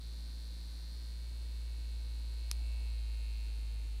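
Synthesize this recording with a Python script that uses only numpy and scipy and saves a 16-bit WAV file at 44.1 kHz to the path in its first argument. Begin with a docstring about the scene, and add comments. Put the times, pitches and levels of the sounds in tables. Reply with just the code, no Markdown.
"""A small handheld vibrating massager thrums close by in a quiet room, driven by an off-centre weight.
Its brushes tick and spark six times a turn, and its loose shaft knocks in the plastic shell twice a turn.
A thumb settles on the button: it loads the motor, damps the shell's brightest ringing and wakes
a lower buzz. The button clicks once, and the skin rubs softly on it."""
import sys
import numpy as np
from scipy import signal
from scipy.fft import rfft, irfft
from scipy.io import wavfile

SR = 44100
rng = np.random.default_rng(int(sys.argv[2]) if len(sys.argv) > 2 else 0)


def to_wav(s):
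    """Save 16-bit WAV."""
    ch = np.atleast_2d(s).T  # columns
    pcm = np.round(np.clip(ch, -1, 1) * 32767)  # PCM
    wavfile.write(sys.argv[1], SR, pcm.astype(np.int16))


N = 176400
T = np.arange(N) / SR

# Rotation rate of the shaft: t/s, f/Hz
SHAFT_RATE = [(0, 56.25), (.38, 56.9), (.51, 56.33), (.87, 56.62), (.98, 58.1), (1.11, 57.3), (1.26, 57.67),
              (1.75, 56.93), (2.34, 56.45), (2.56, 57.55), (2.67, 56.8), (2.81, 57.2), (2.99, 55.45),
              (3.25, 54.75), (3.62, 54), (3.8, 54.27), (4, 52.5)]
# Fundamental of the thrum: t/s, level/dB
THRUM_LEVEL = [(0.03, -45), (0.06, -42), (0.81, -43), (1.28, -41), (1.57, -39.5), (2.47, -38.5),
               (2.59, -36), (3.96, -38.5)]
# Its second harmonic: t/s, level/dB re OCTAVE_DB
OCTAVE_LEVEL = [(0.1, -58.5), (0.16, -76), (1.41, -60.5), (1.43, -64), (2.31, -62.5), (2.35, -75),
                (2.93, -61.5), (3.6, -71), (3.67, -57.5), (3.95, -59)]
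# Higher harmonics re the fundamental: harmonic number, loose level/dB, pressed level/dB
HARMONICS = [(3, -24, -42.5), (4, -35, -43.5), (5, -30, -51), (6, -37.5, -50.5), (9, -37, -43.5),
             (15, -39, -46.5), (17, -42, -43)]
# Pressure of the thumb: t/s, weight (0 loose, 1 pressed)
THUMB_WEIGHT = [(0, 0), (.95, 0.02), (1.25, 0.36), (2.3, 0.5), (2.55, 0.75), (2.75, 0.57), (2.95, 0.85),
                (3.3, 0.82), (3.5, 0.58), (3.7, 0.77), (4, 0.8)]
# Relative response of the shell to a brush tick: f/Hz, loose level/dB, pressed level/dB
BRUSH_RESPONSE = [(507, -30.5, -31.5), (920, -17, -13.5), (1190, -22, -22.5), (1555, -16, -15.5),
                  (1880, -24, -12.5), (2550, -16, -8.5), (3200, -13, -6.5), (3510, -4, -9.5),
                  (3900, 2.5, 2.5), (4200, -8.5, -9.5), (4700, -10, -24), (5000, -17.5, -25),
                  (6400, -38, -34), (15500, -36.5, -37)]
# Relative spectrum of the sparks: f/Hz, level/dB
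SPARK_SPECTRUM = [(2000, -36), (5000, -11.5), (6300, -0.5), (7500, -2.5), (9300, 0.5), (10500, -9),
                  (12000, -19), (14500, -6), (15800, -18)]
# The shaft's impact and its ever looser rebounds: lag/turns, relative level/dB, timing scatter/s
SHAFT_IMPACTS = [(0, 0, 6e-6), (.16, -5, 9e-6), (.3, -10, 18e-6)]
# Relative response of the shell to a knock: f/Hz, loose level/dB, pressed level/dB
KNOCK_RESPONSE = [(600, -27, -24), (1250, -26.5, -28), (1690, -14, -21), (2380, -19, -26), (3050, -34, -24),
                  (3580, -18.5, -18.5), (3920, -6.5, -2), (4204, 4.5, 4), (4726, -4, -7), (5000, -9, -13),
                  (5470, -10.5, -21), (6050, -15.5, -28), (6540, -32, -27), (9300, -29, -29),
                  (12500, -23, -37), (15600, -30.5, -26)]
# Relative spectral density of brush friction: f/Hz, level/dB
RUB_SPECTRUM = [(800, -20.5), (3100, -15.5), (3800, -2), (4200, 8), (4600, -0.5), (5200, -5), (6300, -31),
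                (9300, -19), (12000, -46), (15500, -31)]
# Gain shared by the knocks and the brush friction: t/s, gain/dB
TREBLE_GAIN = [(0, 0), (.85, 0.8), (.98, 2), (1.25, -1), (2.1, -0.6), (2.45, 1.9), (2.75, 0.1), (3.4, 1.3),
               (3.75, -1), (4, -3.5)]
# The motor's tap on the pressed shell and its rebound: lag/turns, relative level/dB
SHELL_TAPS = [(.17, 1.5), (.344, -10.5)]
# Relative spectrum of the shell's buzz: f/Hz, level/dB
BUZZ_SPECTRUM = [(1200, -30), (1950, -25), (2180, -1.5), (2300, -1), (2380, -8), (2560, 2), (2670, 5.5),
                 (2780, -3.5), (2900, -19.5), (4600, -22), (5200, -29), (14000, -29)]
# Strength of that buzz: t/s, level/dB
BUZZ_ENVELOPE = [(0, -81), (1, -81), (1.25, -75), (1.7, -73), (2.35, -75), (2.45, -69), (2.57, -71.5),
                 (2.68, -65), (2.88, -66), (2.99, -68.5), (3.3, -64), (3.5, -65.5), (3.62, -69), (4, -69)]
# Snap of the button's dome and its rebounds: delay/s, relative level/dB
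DOME_SNAPS = [(0, -3.5), (.0016, -33), (0.0149, -30)]
# Modes of button and shell: f/Hz, relative level/dB
BUTTON_MODES = [(450, -30), (1200, -20), (2400, -16), (3050, -23), (4600, -22.5), (5050, -12),
                (5450, -12.5), (5900, -17.5), (7500, -17.5), (8900, -15.5), (10650, -14), (11300, -17),
                (13000, -27)]
# Relative spectral density of skin friction: f/Hz, level/dB
SKIN_SPECTRUM = [(150, -10), (350, -5), (700, 5.5), (1100, -10), (3000, -24), (6000, -34), (8700, -4.5),
                 (11000, -23), (15000, -33)]
# Relative spectral density of room and handling noise: f/Hz, level/dB
ROOM_SPECTRUM = [(20, -12), (45, 2), (90, 4.5), (150, -6), (250, -4.5), (400, -10), (650, -14.5),
                 (1100, -18), (2000, -18), (3200, -19), (6300, -23), (9500, -21), (12000, -25),
                 (15500, -41)]

OCTAVE_DB = -4
SEGMENT_DB = [1.6, 2.2, 2.5]  # the three commutator segments differ
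SPARK_SIDE_DB = [-0.5, -3.5]  # one brush sparks more than the other


def thrum(turns, thumb):
    """Rotating unbalance forces the body at the shaft rate; the thumb damps the higher harmonics."""
    angle = 2 * np.pi * turns
    wave = np.cos(angle)
    for k, loose_db, pressed_db in HARMONICS:
        gain = amp(loose_db + (pressed_db - loose_db) * thumb)
        wave += gain * np.cos(round(k) * angle + 2 * np.pi * rng.random())
    octave = amp(OCTAVE_DB + curve(OCTAVE_LEVEL)) * np.sin(2 * angle)
    return np.sqrt(2) * (amp(curve(THRUM_LEVEL)) * wave + octave)


def shaft_knocks(turns, thumb):
    """Impacts across a clearance: the shaft strikes the shell twice a turn and rebounds."""
    blows = sum(amp(db) * impulses(turns - lag, [0], rough=.06, per_turn=2, scatter_s=scatter, late_s=48e-6)
                for lag, db, scatter in SHAFT_IMPACTS)
    return amp(-61) * shell(blows, thumb, KNOCK_RESPONSE)


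def brush_whine(turns, thumb):
    """Periodic excitation: brush ticks on the commutator fuse into a whine in the shell."""
    ticks = impulses(turns, SEGMENT_DB, rough=.06, per_turn=6)
    return amp(-64) * shell(ticks, thumb, BRUSH_RESPONSE)


def sparks(turns):
    """Arcing at the commutator radiates six bright, uneven pulses a turn."""
    arcs = impulses(turns, SPARK_SIDE_DB, rough=.13, per_turn=6)
    return amp(-72) * colour(arcs, SPARK_SPECTRUM)


def shell_buzz(turns):
    """Contact chatter: the motor taps the pressed shell, which resonates near 2.6 kHz."""
    taps = sum(amp(db) * impulses(turns - lag, [2, -1.5], rough=.11, per_turn=2) for lag, db in SHELL_TAPS)
    return amp(curve(BUZZ_ENVELOPE)) * colour(taps, BUZZ_SPECTRUM)


def brush_friction(turns, steady=.3, decay_turns=.14):
    """Sliding friction of the brushes makes noise that surges every half turn."""
    surge = steady + np.exp(-(turns % .5) / decay_turns)
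    return amp(-74) * colour(rng.standard_normal(N) * surge, RUB_SPECTRUM)


def button_click(at_s=2.5136, rise_s=.00023, ring_t60_s=.0045, room_t60_s=.14):
    """Snap-through of the dome excites briefly ringing modes; the room reverberates faintly."""
    click = np.zeros(N)
    for delay, db in DOME_SNAPS:
        age = np.clip(T - at_s - delay, 0, .5)
        modes = sum(amp(level) * np.sin(2 * np.pi * hz * age) for hz, level in BUTTON_MODES)
        attack = 1 - np.exp(-(age / rise_s) ** 2)
        decay = amp(-60 * np.minimum(age / ring_t60_s, 10))
        click += amp(db - 6.5) * attack * decay * modes
    t = T[:SR // 2]
    tail = rng.standard_normal(len(t)) * amp(-60 * t / room_t60_s)
    return click + amp(-21) * signal.oaconvolve(click, tail / np.linalg.norm(tail))[:N]


def skin_friction(peak_s=2.7, width_s=.35):
    """Friction of the thumb on the button gives one soft swell of noise."""
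    swell = np.exp(-((T - peak_s) / width_s) ** 2)
    return amp(-71.5) * swell * colour(rng.standard_normal(N), SKIN_SPECTRUM)


def room():
    """Stationary noise, strongest at low frequencies, forms the dull background."""
    return amp(-61.5) * colour(rng.standard_normal(N), ROOM_SPECTRUM)


def shell(force, thumb, response):
    """Resonance near 4 kHz; the thumb's weight blends the loose response into the pressed one."""
    hz, loose_db, pressed_db = np.transpose(response)
    return (1 - thumb) * colour(force, np.c_[hz, loose_db]) + thumb * colour(force, np.c_[hz, pressed_db])


def impulses(turns, pattern_db, rough, per_turn, scatter_s=5e-6, late_s=0):
    """Alternating pushes and pulls, scattered in strength and time; each pull lags by late_s."""
    k = np.arange(1, int(turns[-1] * per_turn))
    size_noise, time_noise = rng.standard_normal((len(k), 2)).T
    centre = (np.interp(k / per_turn, turns, T) + scatter_s * time_noise + late_s * (k % 2)) * SR
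    size = (-1.) ** k * amp(pattern_db)[k % len(pattern_db)] * (1 + rough * size_noise)
    near = centre.astype(int)[:, None] + np.arange(-8, 9)
    offset = near - centre[:, None]
    pulses = size[:, None] * np.sinc(offset) * np.sinc(offset / 9)  # band-limited, between samples
    return np.bincount(np.clip(near, 0, N - 1).ravel(), pulses.ravel(), N)


def colour(x, spectrum):
    """Minimum-phase filtering by an outline (f/Hz, level/dB); the result has rms 1."""
    hz, db = np.transpose(spectrum)
    log_hz = np.log(abs(np.fft.fftfreq(4096, 1 / SR)) + 1)
    log_gain = np.log(amp(np.interp(log_hz, np.log(hz), db)))
    ring = np.fft.ifft(np.exp(np.conj(signal.hilbert(log_gain)))).real
    return unit(signal.oaconvolve(x, ring[:len(ring) // 2])[:N])


def drift(cutoff_hz):
    """Low-passed noise: slow random motion of rms 1."""
    rolloff = 1 + (np.fft.rfftfreq(N, 1 / SR) / cutoff_hz) ** 4
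    return unit(irfft(rfft(rng.standard_normal(N)) / rolloff, N))


def curve(rows):
    """Linear interpolation of rows (t/s, value)."""
    return np.interp(T, *np.transpose(rows))


def amp(db):
    """Amplitude ratio of a level in decibels."""
    return 10 ** (np.asarray(db) / 20)


def unit(x):
    """Normalisation to rms 1."""
    return x / np.sqrt(np.mean(x ** 2) + 1e-20)


def scene():
    """Superposition: the motor's sounds, all locked to one shaft, add to button, skin and room."""
    rate_hz = curve(SHAFT_RATE) * (1 + .0007 * drift(cutoff_hz=25))
    turns = np.cumsum(rate_hz) / SR
    lagged = turns - .14  # knocks and brushes trail the weight's swing
    thumb = np.clip(curve(THUMB_WEIGHT), 0, 1)
    motor = thrum(turns, thumb) + brush_whine(lagged, thumb) + sparks(lagged)
    motor += amp(curve(TREBLE_GAIN)) * (shaft_knocks(lagged, thumb) + brush_friction(lagged))
    motor += shell_buzz(turns)
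    return (motor + button_click() + skin_friction() + room())[None]


def record(dry):
    """Band limiting: a linear-phase low-pass filter cuts off at 15.8 kHz."""
    lowpass = signal.firwin(511, 15800, window=("kaiser", 9), fs=SR)
    return signal.oaconvolve(dry, lowpass[None], "same")


dry = scene()
out = record(dry)
to_wav(out)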